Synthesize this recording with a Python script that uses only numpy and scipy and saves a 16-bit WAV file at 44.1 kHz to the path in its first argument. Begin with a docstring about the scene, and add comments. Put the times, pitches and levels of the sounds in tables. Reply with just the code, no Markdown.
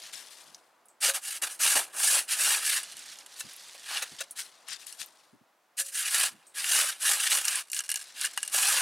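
"""A plastic shovel cuts, scrapes and pries into crusted snow and throws it, a few metres away in a still wood.
Strokes are countless ice grains breaking on the blade: random clicks, coloured by its resonances.
Crust snaps are bursts of noise with a ring; knocks sound the blade modes; gear ticks, snow thumps.
Cloth swishes and pattering powder are gated fine grains. A faint hush, a drifting low murmur
and a faint echo of the shovel surround them."""
import sys
import numpy as np
from scipy import signal
from scipy.fft import rfft, irfft, next_fast_len
from scipy.io import wavfile
from scipy.ndimage import uniform_filter1d, minimum_filter1d

SR = 44100
rng = np.random.default_rng(int(sys.argv[2]) if len(sys.argv) > 2 else 0)


def file_out(sig):
    """Save sig as 16-bit WAV at sys.argv[1]."""
    # one column per channel
    cols = np.atleast_2d(sig).T
    # limit, then scale
    lim = np.clip(cols, -1, 1)
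    pcm = np.round(lim * 32767).astype(np.int16)
    wavfile.write(sys.argv[1], SR, pcm)


N = 388521

# Table levels are before the gain trims of each layer; spectra are relative.
# Shoves of the blade. Each row: start in seconds, rise in seconds, hold in seconds, release in seconds,
# grinding level in dB, fizz of fine crystals in dB re grinding, blade flexing in dB re grinding.
SHOVES = [ (1.002, 0.029, .071, 0.036, -28.5, 7.5, -12), (1.131, 0.015, 0.018, 0.041, -34, 9, -5.5),
          (1.198, 0.064, .11, .04, -42, 9.5, -14), (1.415, 0.0063, 0.014, 0.094, -33.5, 8, -5.5),
          (1.483, 0.018, 0.0274, 0.083, -47.5, 11, -17), (1.588, 0.029, 0.12, 0.057, -29, 9, -9.5),
          (1.748, .008, .02, 0.089, -27.5, 9, -3.5), (1.918, 0.025, 0.064, .05, -49.5, 11, 3),
          (1.941, .11, 0.14, 0.064, -30.5, 10.5, -9.5), (2.273, .04, 0.014, 0.094, -29, 6.5, -19),
          (2.341, 0.074, .13, 0.16, -29.5, 8.5, -11.5), (2.602, 0.059, 0.12, 0.058, -31.5, 7, -18),
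          (3.817, 0.13, 0.035, 0.11, -33, -1, -8.5), (5.766, 0.031, 0.005, 0.052, -34.5, 13, -16),
          (5.835, .03, 0.0078, 0.087, -48, 13.5, -23), (5.911, 0.052, 0.061, 0.077, -35.5, 8.5, -20.5),
          (6.039, 0.018, 0.026, 0.081, -32.5, 5, -19), (6.081, 0.061, 0.12, 0.057, -29.5, 6.5, -10.5),
          (6.537, 0.04, .03, 0.077, -34.5, 3.5, -16), (6.595, 0.15, 0.069, 0.16, -28, 8, -10),
          (6.847, 0.034, 0.024, 0.036, -35.5, 6.5, -16), (6.986, .08, 0.068, 0.13, -29.5, 9, -12),
          (7.189, 0.01, 0.084, 0.034, -31, 5.5, -17), (7.293, 0.012, 0.042, 0.16, -28, 8, -10.5),
          (7.428, 0.025, 0.15, 0.035, -36, 6.5, -11), (7.719, 0.046, 0.02, 0.038, -41, 10, -30),
          (8.139, 0.11, 0.011, 0.046, -32.5, 2.5, -22), (8.505, 0.044, 0.32, 0.14, -30, 7.5, -5.5), ]
# Swishes of cloth or loose powder. Each row: start in seconds, rise in seconds, hold in seconds,
# release in seconds, level in dB, treble in dB re level, left minus right in dB.
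SWISHES = [ (0.0, 0.001, 0.071, 0.16, -51, -3.5, 2), (0.122, 0.0084, 0.0099, 0.16, -45, 0, 8),
           (0.174, 0.033, 0.21, 0.33, -58, 0.5, 5.5), (2.784, 0.037, 0.31, 0.36, -52, -3, -1.5),
           (3.23, 0.14, 0.77, 0.33, -54.5, -2.5, -0.5), (3.358, 0.045, .006, .03, -49.5, 8.5, 1.5),
           (4.173, 0.034, 0.0045, 0.042, -41.5, -6, 5), (4.352, 0.027, .02, 0.086, -41, 2.5, 2.5),
           (4.41, 0.014, 0.035, 0.81, -61.5, -4, 3.5), (4.664, 0.026, 0.052, 0.077, -44, -8, 8.5),
           (4.778, .02, .03, 0.14, -56, 0, 5), (4.86, 0.0066, 0.013, 0.14, -52, 5, 9),
           (4.97, 0.038, .01, 0.052, -43, 1, 6.5), (5.053, .02, 0.13, 0.28, -68, -2, 4),
           (7.948, 0.073, 0.6, .1, -57, -6, 2), ]
# Breaks of the crust. Each row: start in seconds, onset level in dB, treble tilt in dB.
CRUST_SNAPS = [(0.1325, -38, -8), (1.4216, -22, 13), (2.831, -29.5, 6), (2.921, -37, 14),
               (2.968, -35.5, 19), (2.977, -42, 22), (2.992, -34.5, 17), (3.187, -36.5, 14),
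               (3.262, -38, 1), (4.6843, -34.5, -10), (4.8677, -33, 21), (4.9254, -32.5, 10),
               (6.6426, -21.5, -9), (6.888, -29, 10), (7.3853, -20.5, 24), (7.452, -17.5, 29),
               (7.4812, -15, 4), (7.556, -18.5, 8), (7.7, -35, 13), (7.717, -25, 46), (7.7312, -22, 6.5),
               (7.746, -24, 22), (7.765, -25, 8), (7.79, -19.5, 1), (7.805, -24, 0), (7.8913, -21.5, 3),
               (7.901, -22.5, 7), (7.9155, -18, 7), (7.9413, -22, 5), (7.9577, -20.5, 5), (8.0207, -36, 7),
               (8.212, -21.5, 12), (8.2493, -18.5, -4), (8.2579, -24, 11), (8.3754, -18.5, -12),
               (8.4296, -19, 8), (8.477, -24, 10)]
# Small clicks of the gear. Each row: start in seconds, onset level in dB, pitch in Hz, ring t60 in seconds.
GEAR_TICKS = [(0.546, -41, 5700, 0.03), (0.8565, -57, 10100, 0.072), (0.885, -53.5, 7980, 0.18),
              (3.5339, -45, 10200, 0.021), (3.5635, -44, 10800, 0.051), (4.3093, -35.5, 9650, 0.068),
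              (5.0609, -46, 12700, 0.034), (6.468, -53.5, 8400, 0.21)]
# Knocks on the blade. Each row: time of strongest contact in seconds, level in dB, contact length in seconds,
# gain of the low modes in dB, factor on the ring time (snow on the blade damps it).
BLADE_KNOCKS = [(1.089, -35.5, 0.018, 20, 0.66), (3.407, -34.5, 0.0052, -24, 0.89),
                (3.75, -50.5, 0.011, 30, 0.13), (4.027, -29.5, .012, -11, 0.19),
                (4.209, -32, 0.01, -4.5, .5), (5.8, -32.5, 0.00373, -5.5, 1.6),
                (8.545, -34, 0.0061, 6, 0.18)]
# Thumps and treads in the snow. Each row: time in seconds, peak in dB, push length in seconds.
SNOW_THUMPS = [(0.46, -62.5, .035), (2.93, -63, 0.067), (3.442, -47, 0.0095), (4.116, -51.5, 0.0084),
               (5.331, -51.5, .009), (5.409, -56, 0.0056), (6.314, -55, .022)]
# Modes of the blade. Each row: frequency in Hz, level in dB, t60 in seconds before damping.
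BLADE_MODES = [(552, -1.5, 0.25), (660, -0.5, .05), (1529, -1, .05), (1737, 0, 0.059), (2670, 1, 0.045),
               (3870, 3.5, 0.039), (6220, 3, 0.012)]
# Broad humps in the blade's radiation. Each row: centre in Hz, width in Hz, height in dB.
BLADE_HUMPS = [(800, 85, 4), (1133, 540, 1.5), (1680, 110, 4), (2860, 380, 7.5), (4330, 570, 2.5),
               (5750, 300, 2.5), (10680, 1900, 2.5)]
# Spectrum of breaking snow. Each row: frequency in Hz, density in dB per Hz.
CRUNCH_SPECTRUM = [(71, -88), (120, -27), (473, -14.5), (535, -9.5), (949, -11), (1680, -2.5), (2380, -4.5),
                   (2810, -6), (3740, -5), (6500, 0), (9210, 5), (13900, -10), (16000, -19)]
# Spectrum of cloth and powder. Each row: frequency in Hz, density in dB per Hz.
CLOTH_SPECTRUM = [(47, -57.5), (80, -47), (156, -9.5), (353, -28.5), (1200, -3), (1700, 5), (2270, 3.5),
                  (4050, 7), (9400, 1), (14600, -17.5), (16000, -29.5)]
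# Spectrum of the air. Each row: frequency in Hz, density in dB per Hz.
AIR_SPECTRUM = [(18, -80), (30, -55.5), (100, -26), (374, -8.5), (404, -11.5), (584, -6.5), (666, -4.5),
                (1220, -4.5), (16000, -18.5)]
# Rise and fall of the low murmur. Each row: time in seconds, level in dB.
MURMUR_LEVEL = [(0, -52.5), (.95, -60.5), (1.8, -51), (3.3, -55), (5.3, -57.5), (5.72, -65), (6.3, -57),
                (7.7, -61), (8.8, -50.5)]
# Burial of the blade; deeper gives more bass in the flexing. Each row: time in seconds, depth from 0 to 1.
BLADE_DEPTH = [(1.0, 0.4), (1.8, 1), (2.8, 0.55), (6.2, 0.23), (7.3, 0.4), (8.5, .1)]

TAPS = 4096
TIME_S = np.arange(N) / SR
MOVE_TIME_S = TIME_S[:2 * SR]  # no movement lasts longer
HZ = np.fft.rfftfreq(TAPS, 1 / SR)
STROKE_BUILD_POWER, SWISH_BUILD_POWER = 1.31, 1.47  # gain rises as time to this power
STROKE_SWELL_DB = 2.5  # the push is hardest mid-shove
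FIZZ_DB_PER_S = -14  # crisp crystals break first, then the snow packs
FLEX_DB_PER_S = 19.5  # the load on the blade grows along the shove
RELEASE_DB = 24  # fall over one release time
TRICKLE_DB, TRICKLE_S = -34.5, 0.21  # loosened snow runs on: level re the shove, decay time constant


def amp(db):
    """Decibels to gain."""
    return 10 ** (np.asarray(db) / 20)


def decay(t, t60_s):
    """Exponential fall of 60 dB in t60_s."""
    return amp(-60 * t / t60_s)


def evened(x):
    """Scales to rms 1."""
    return x / np.sqrt(np.mean(x ** 2) + 1e-20)


def read(points):
    """Gain of a spectrum table on the filter grid, interpolated over log frequency."""
    hz, db = np.transpose(points)
    return amp(np.interp(np.log(HZ + 1), np.log(hz + 1), db))


def add(mix, start_s, sound):
    """Adds a sound in place at start_s."""
    part = mix[max(round(start_s * SR), 0):][:len(sound)]
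    part += sound[:len(part)]


def below(hz, order=4):
    """Low-pass magnitude."""
    return 1 / np.sqrt(1 + (HZ / hz) ** (2 * order))


def above(hz, order=4):
    """High-pass magnitude."""
    return np.sqrt(1 - below(hz, order=order) ** 2)


def colour(x, gain):
    """Minimum-phase filter with the shape of the given magnitude, peak gain 1."""
    log_gain = np.log(np.maximum(gain / gain.max(), 1e-5))
    circle = np.concatenate([log_gain, log_gain[-2:0:-1]])
    spectrum = np.exp(np.conj(signal.hilbert(circle)))
    return signal.oaconvolve(x, irfft(spectrum[:len(HZ)]))[:len(x)]


def wander(rate_hz):
    """Random motion of rms 1, up to about the given rate."""
    size = next_fast_len(N)
    hz = np.fft.rfftfreq(size, 1 / SR)
    spectrum = rfft(rng.standard_normal(size)) / (1 + (hz / rate_hz) ** 4)
    return evened(irfft(spectrum, size)[:N])


def grains(per_s, spread_db):
    """Clicks of random sign at random moments; a few are much larger than the rest."""
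    size = amp(spread_db * np.minimum(rng.exponential(1, N), 4))
    return size * rng.choice([-1., 1.], N) * (rng.random(N) < per_s / SR)


def shifting(x, depth_db, frames=7, bins=1.0):
    """As the contact moves, resonances come and go in random patches of time and frequency."""
    z = signal.stft(x, nperseg=512, noverlap=384)[2]
    field = rng.standard_normal(z.shape)
    for axis, extent in enumerate([bins, frames]):
        bell = signal.windows.gaussian(41, extent / 2)
        field = signal.fftconvolve(field, np.expand_dims(bell, 1 - axis), "same")
    patched = z * amp(depth_db * evened(field))
    return signal.istft(patched, nperseg=512, noverlap=384)[1][:len(x)]


def scattered(clicks, t60_s, count=6):
    """Each grain strikes one of several spots and rings there with that spot's own decaying noise."""
    t, spot = TIME_S[:TAPS // 2], rng.integers(0, count, N)
    rings = rng.standard_normal((count, len(t))) * decay(t, t60_s)
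    return sum(signal.oaconvolve(clicks * (spot == k), evened(ring))[:N] for k, ring in enumerate(rings))


def gesture(rise_s, hold_s, release_s, build_power):
    """Gain of one movement: it builds up, holds, and dies away."""
    build = np.minimum(MOVE_TIME_S / rise_s, 1) ** build_power
    released = np.clip((MOVE_TIME_S - rise_s - hold_s) / release_s, 0, 6)
    return build * amp(-RELEASE_DB * released)


def blade():
    """Colour of breaking snow as the plastic blade radiates it."""
    humps_db = sum(db / (1 + (2 * (HZ - hz) / width_hz) ** 2) for hz, width_hz, db in BLADE_HUMPS)
    return read(CRUNCH_SPECTRUM) * amp(humps_db)


def air(spread=0.26, hush_db=-73, murmur_db=-8.0, murmur_hz=1400):
    """A faint steady hush, and a low murmur that drifts."""
    spectrum = read(AIR_SPECTRUM)
    hush = np.array([evened(colour(n, spectrum)) for n in rng.standard_normal((2, N))])
    low = spectrum * below(murmur_hz, order=2)
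    murmur = np.array([evened(colour(n, low)) for n in rng.standard_normal((2, N))])
    drift_db = np.interp(TIME_S, *np.transpose(MURMUR_LEVEL)) + wander(4.4)
    mid, side = amp(hush_db) * hush + amp(murmur_db + drift_db) * murmur
    return np.array([mid + spread * side, mid - spread * side])


def crumbs(per_s, t60_s, count=20):
    """Small icy crumbs land one by one, each a decaying sine with its own pitch."""
    t, out = TIME_S[:TAPS // 2], np.zeros(N)
    for place, pitch, size in rng.random((int(per_s * N / SR), 3)):
        hz = 2500 * 4.6 ** pitch
        ping = np.sin(2 * np.pi * hz * t) * decay(t, t60_s)
        add(out, place * N / SR, ping / np.sqrt(size + 1 / count))  # few are large
    return evened(out)


def crackle(per_s=45, t60_s=0.014, low_hz=3200, level_db=1.5):
    """Loose bits of crust crack and shift in the powder: sparse equal clicks with short rings."""
    bits = scattered(grains(per_s, 0), t60_s)
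    return amp(level_db) * evened(colour(bits, read(CLOTH_SPECTRUM) * above(low_hz, order=2)))


def swishes(soft_db=3.0, bright_db=2.0, flutter_db=2.0, crumb_db=-5, split_hz=9000, low_hz=110, spread=0.067):
    """Cloth rubs and loose powder patters down: fine, soft grains with crumbs among them."""
    flutter = amp(flutter_db * wander(45))
    cloth = read(CLOTH_SPECTRUM) * above(low_hz, order=2)
    rub = shifting(grains(14000, 2.2) * flutter, 2.1)
    soft = amp(soft_db) * evened(colour(rub, cloth * below(split_hz)))
    soft = soft + amp(crumb_db) * (crumbs(110, 0.012) + crackle())
    bright = amp(bright_db) * evened(colour(rub, cloth * above(split_hz)))
    side = spread * evened(colour(rng.standard_normal(N), cloth * below(split_hz)))
    soft_power, bright_power = np.zeros((2, 2, N))
    for start_s, rise_s, hold_s, release_s, db, treble_db, pan_db in SWISHES:
        ears = amp(np.array([pan_db, -pan_db]) / 2)
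        gain = amp(db) * gesture(rise_s, hold_s, release_s, SWISH_BUILD_POWER)
        for ear, share in enumerate(ears / ears.mean()):
            add(soft_power[ear], start_s, (share * gain) ** 2)
            add(bright_power[ear], start_s, (share * gain * amp(treble_db)) ** 2)
    return np.sqrt(soft_power) * np.array([soft + side, soft - side]) + np.sqrt(bright_power) * bright


def snaps(level_db=-5.0, crack_t60_s=0.019, ring_t60_s=0.055, ring_db=-5.0,
          low_hz=1200, ring_hz=4500, top_hz=12000, peaky=2.9):
    """A crack runs through the crust in a few milliseconds; the blade rings on a little, lower down."""
    out, t = np.zeros(N), TIME_S[:TAPS]
    body = blade() * above(low_hz, order=2)
    # ringing freely, the blade's resonances stand out more than in the crack
    free_ring = (blade() / read(CRUNCH_SPECTRUM)) ** (peaky - 1) * below(ring_hz, order=1)
    for start_s, db, treble_db in CRUST_SNAPS:
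        crack_noise, ring_noise = rng.choice([-1., 1.], (2, TAPS))
        tilted = body * amp(treble_db * above(ring_hz, order=2)) * below(top_hz, order=2)
        spotted = shifting(crack_noise, 6.5, bins=6)
        crack = evened(colour(spotted * decay(t, crack_t60_s), tilted))
        ring = evened(colour(ring_noise * decay(t, ring_t60_s), tilted * free_ring))
        snap = (crack + amp(ring_db) * ring) * (1 - np.exp(-t / 0.00025))
        onset_rms = np.sqrt(np.mean(snap[:128] ** 2))
        add(out, start_s, amp(db + level_db) * snap / onset_rms)
    return out


def creep(low_hz=1200, top_hz=8000, trail_db=-25, settle_s=0.08):
    """After each snap sparse grains go on giving way, until the crust settles."""
    ringing = shifting(scattered(grains(2200, 13.0), 0.039), 2.1)
    power = np.zeros(N)
    for start_s, db, _ in CRUST_SNAPS:
        add(power, start_s, (amp(db + trail_db) * np.exp(-TIME_S[:SR] / settle_s)) ** 2)
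    colouring = blade() * above(low_hz, order=2) * below(top_hz, order=1)
    return np.sqrt(power) * evened(colour(ringing, colouring))


def thumps(low_hz=135, top_hz=280, spread=0.53):
    """Clods drop and packed snow gives way with a dull push of low noise, spread across the ears."""
    out, t = np.zeros((2, N)), TIME_S[:SR // 2]
    for s, db, length_s in SNOW_THUMPS:
        for part in out:
            push = rng.standard_normal(len(t)) * t * np.exp(-t / length_s)
            thump = colour(push, above(low_hz) * below(top_hz, order=3))
            add(part, s - length_s / 2, amp(db) * thump / abs(thump).max())
    mid, side = out
    return np.array([mid + spread * side, mid - spread * side])


def ticks(click_width=0.16, ring_width=0.085, click_t60_s=0.0107, ring_db=7.0):
    """Light, bright clicks with a narrower ring: decaying noise in bands (widths re pitch)."""
    out, t = np.zeros(N), TIME_S[:TAPS]

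    def band(hz, width, t60_s):
        """Decaying noise through one resonance."""
        resonance = 1 / np.sqrt(1 + ((HZ - hz) / (hz * width / 2)) ** 2)
        noise = rng.standard_normal(TAPS) * decay(t, t60_s)
        return evened(colour(noise, resonance * above(hz / 2, order=2)))

    for start_s, db, hz, t60_s in GEAR_TICKS:
        click = band(hz, click_width, click_t60_s)
        tick = click + amp(ring_db) * band(hz, ring_width, t60_s)
        onset_rms = np.sqrt(np.mean(tick[:128] ** 2))
        add(out, start_s, amp(db) * tick / onset_rms)
    return out


def shoves():
    """Gains of grinding, fizz and flexing: along each shove the fizz wanes and the blade load grows."""
    power = np.zeros((3, N))
    for start_s, rise_s, hold_s, release_s, db, fizz_db, flex_db in SHOVES:
        length_s = rise_s + hold_s + release_s
        elapsed_s = np.minimum(MOVE_TIME_S, length_s)
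        from_middle_s = elapsed_s - (rise_s + hold_s / 2)
        swell = amp(STROKE_SWELL_DB * (np.sin(np.pi * elapsed_s / length_s) - 1.5))
        push = gesture(rise_s, hold_s, release_s, STROKE_BUILD_POWER) * swell
        run_on = np.exp(-(MOVE_TIME_S - elapsed_s) / TRICKLE_S)
        trickle = amp(TRICKLE_DB) * run_on * elapsed_s / length_s
        grinding = np.hypot(push, trickle)
        fizzing = np.hypot(push * amp(fizz_db + FIZZ_DB_PER_S * from_middle_s), trickle)
        flexing = push * amp(flex_db + FLEX_DB_PER_S * from_middle_s)
        for layer, gain in zip(power, [grinding, fizzing, flexing]):
            add(layer, start_s, (amp(db) * gain) ** 2)
    return np.sqrt(power)


def strokes(slip_db=1.5, flex_slip_db=3.5, grind_db=1.5, fizz_db=-2.5,
            low_hz=260, shallow_hz=800, flex_hz=1330, fizz_hz=4500, grain_t60_s=0.0057):
    """The edge sticks and slips; each slip breaks a clump of grains, and coarse lumps flex the blade."""
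    grinding, fizzing, flexing = shoves()
    jerks = wander(62)
    slips = amp(slip_db * (jerks - uniform_filter1d(jerks, size=2400)))  # quick slips under a steady push
    coarse = shifting(scattered(grains(4000, 3.0) * slips, grain_t60_s), 3.4)
    crystals = shifting(grains(16000, 2.4) * slips, 3.0)
    lumps = grains(1300, 1.6) * slips * amp(flex_slip_db * wander(81))
    body = blade()
    grind = evened(colour(coarse, body * above(flex_hz) * below(fizz_hz)))
    fizz = evened(colour(evened(crystals) + 0.28 * evened(coarse), body * above(fizz_hz)))
    # a small plate radiates little bass, still less when shallow
    flex_body = body * below(flex_hz)
    buried = colour(shifting(lumps, 2.6, bins=2.4), flex_body * above(low_hz, order=1))
    shallow_lumps = shifting(grains(1400, 2.0) * slips, 4.3)
    shallow = colour(shallow_lumps, flex_body * above(shallow_hz, order=3))
    depth = np.clip(np.interp(TIME_S, *np.transpose(BLADE_DEPTH)), 0, 1)
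    flex = np.sqrt(depth) * evened(buried) + np.sqrt(1 - depth) * evened(shallow)
    return amp(grind_db) * grinding * grind + amp(fizz_db) * fizzing * fizz + flexing * flex


def knocks(low_hz=900, scuff_db=-5.0):
    """A short gritty contact rings the modes of the blade."""
    out, t = np.zeros(N), TIME_S[:2 * TAPS]
    for s, db, length_s, low_db, ring_factor in BLADE_KNOCKS:
        press = (t / length_s) * np.exp(-2 * t / length_s)  # strongest at half the length
        contact = colour(rng.standard_normal(len(t)) * press, above(low_hz / 2))
        ring = np.zeros(len(t))
        for hz, mode_db, t60_s in BLADE_MODES:
            mode = decay(t, ring_factor * t60_s) * np.cos(2 * np.pi * hz * t)
            rung = evened(signal.fftconvolve(contact, mode)[:len(t)])
            ring += amp(mode_db + low_db * (hz < low_hz)) * rung
        knock = evened(ring) + amp(scuff_db) * evened(colour(contact, blade()))
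        loudest_rms = np.sqrt(uniform_filter1d(knock ** 2, size=400).max())
        add(out, s - length_s / 2, amp(db) * knock / loudest_rms)
    return out


def wood(x, near_db=-48.5, near_t60_s=0.057, far_db=-38.0, far_t60_s=0.54, far_hz=5000):
    """Tarp and sled scatter the sound at once from the sides; the trunks return a faint, duller tail."""
    t = TIME_S[:SR]
    sparse = rng.standard_normal((3, SR)) * (rng.random((3, SR)) < .1) * (t > .002)
    near, *far = sparse
    near = colour(near * decay(t, near_t60_s), below(2 * far_hz, order=2))
    out = []
    for sign, taps in zip([1, -1], far):  # near echo opposite in the two ears
        tail = colour(taps * decay(t, far_t60_s), below(far_hz, order=1))
        echo = sign * amp(near_db) * near / np.linalg.norm(near) + amp(far_db) * tail / np.linalg.norm(tail)
        out.append(signal.oaconvolve(x, echo)[:N])
    return np.array(out)


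def scene():
    """The shovel works straight ahead; swishes and powder lie mostly to the left."""
    shovel = strokes() + creep() + snaps() + knocks() + ticks()
    return shovel + wood(shovel) + swishes() + thumps() + air()


def record(dry, ceiling=0.28, edge_hz=16000):
    """A limiter holds down the sharpest peaks, both ears alike; then a low-pass limits the band."""
    allowed = np.minimum(1, ceiling / (abs(dry).max(0) + 1e-9))
    held = minimum_filter1d(allowed, size=65)
    limited = dry * uniform_filter1d(held, size=65)
    low_pass = signal.firwin(511, edge_hz, window=("kaiser", 9), fs=SR)
    return signal.oaconvolve(limited, low_pass[None], "same")


dry = scene()
out = record(dry)
file_out(out)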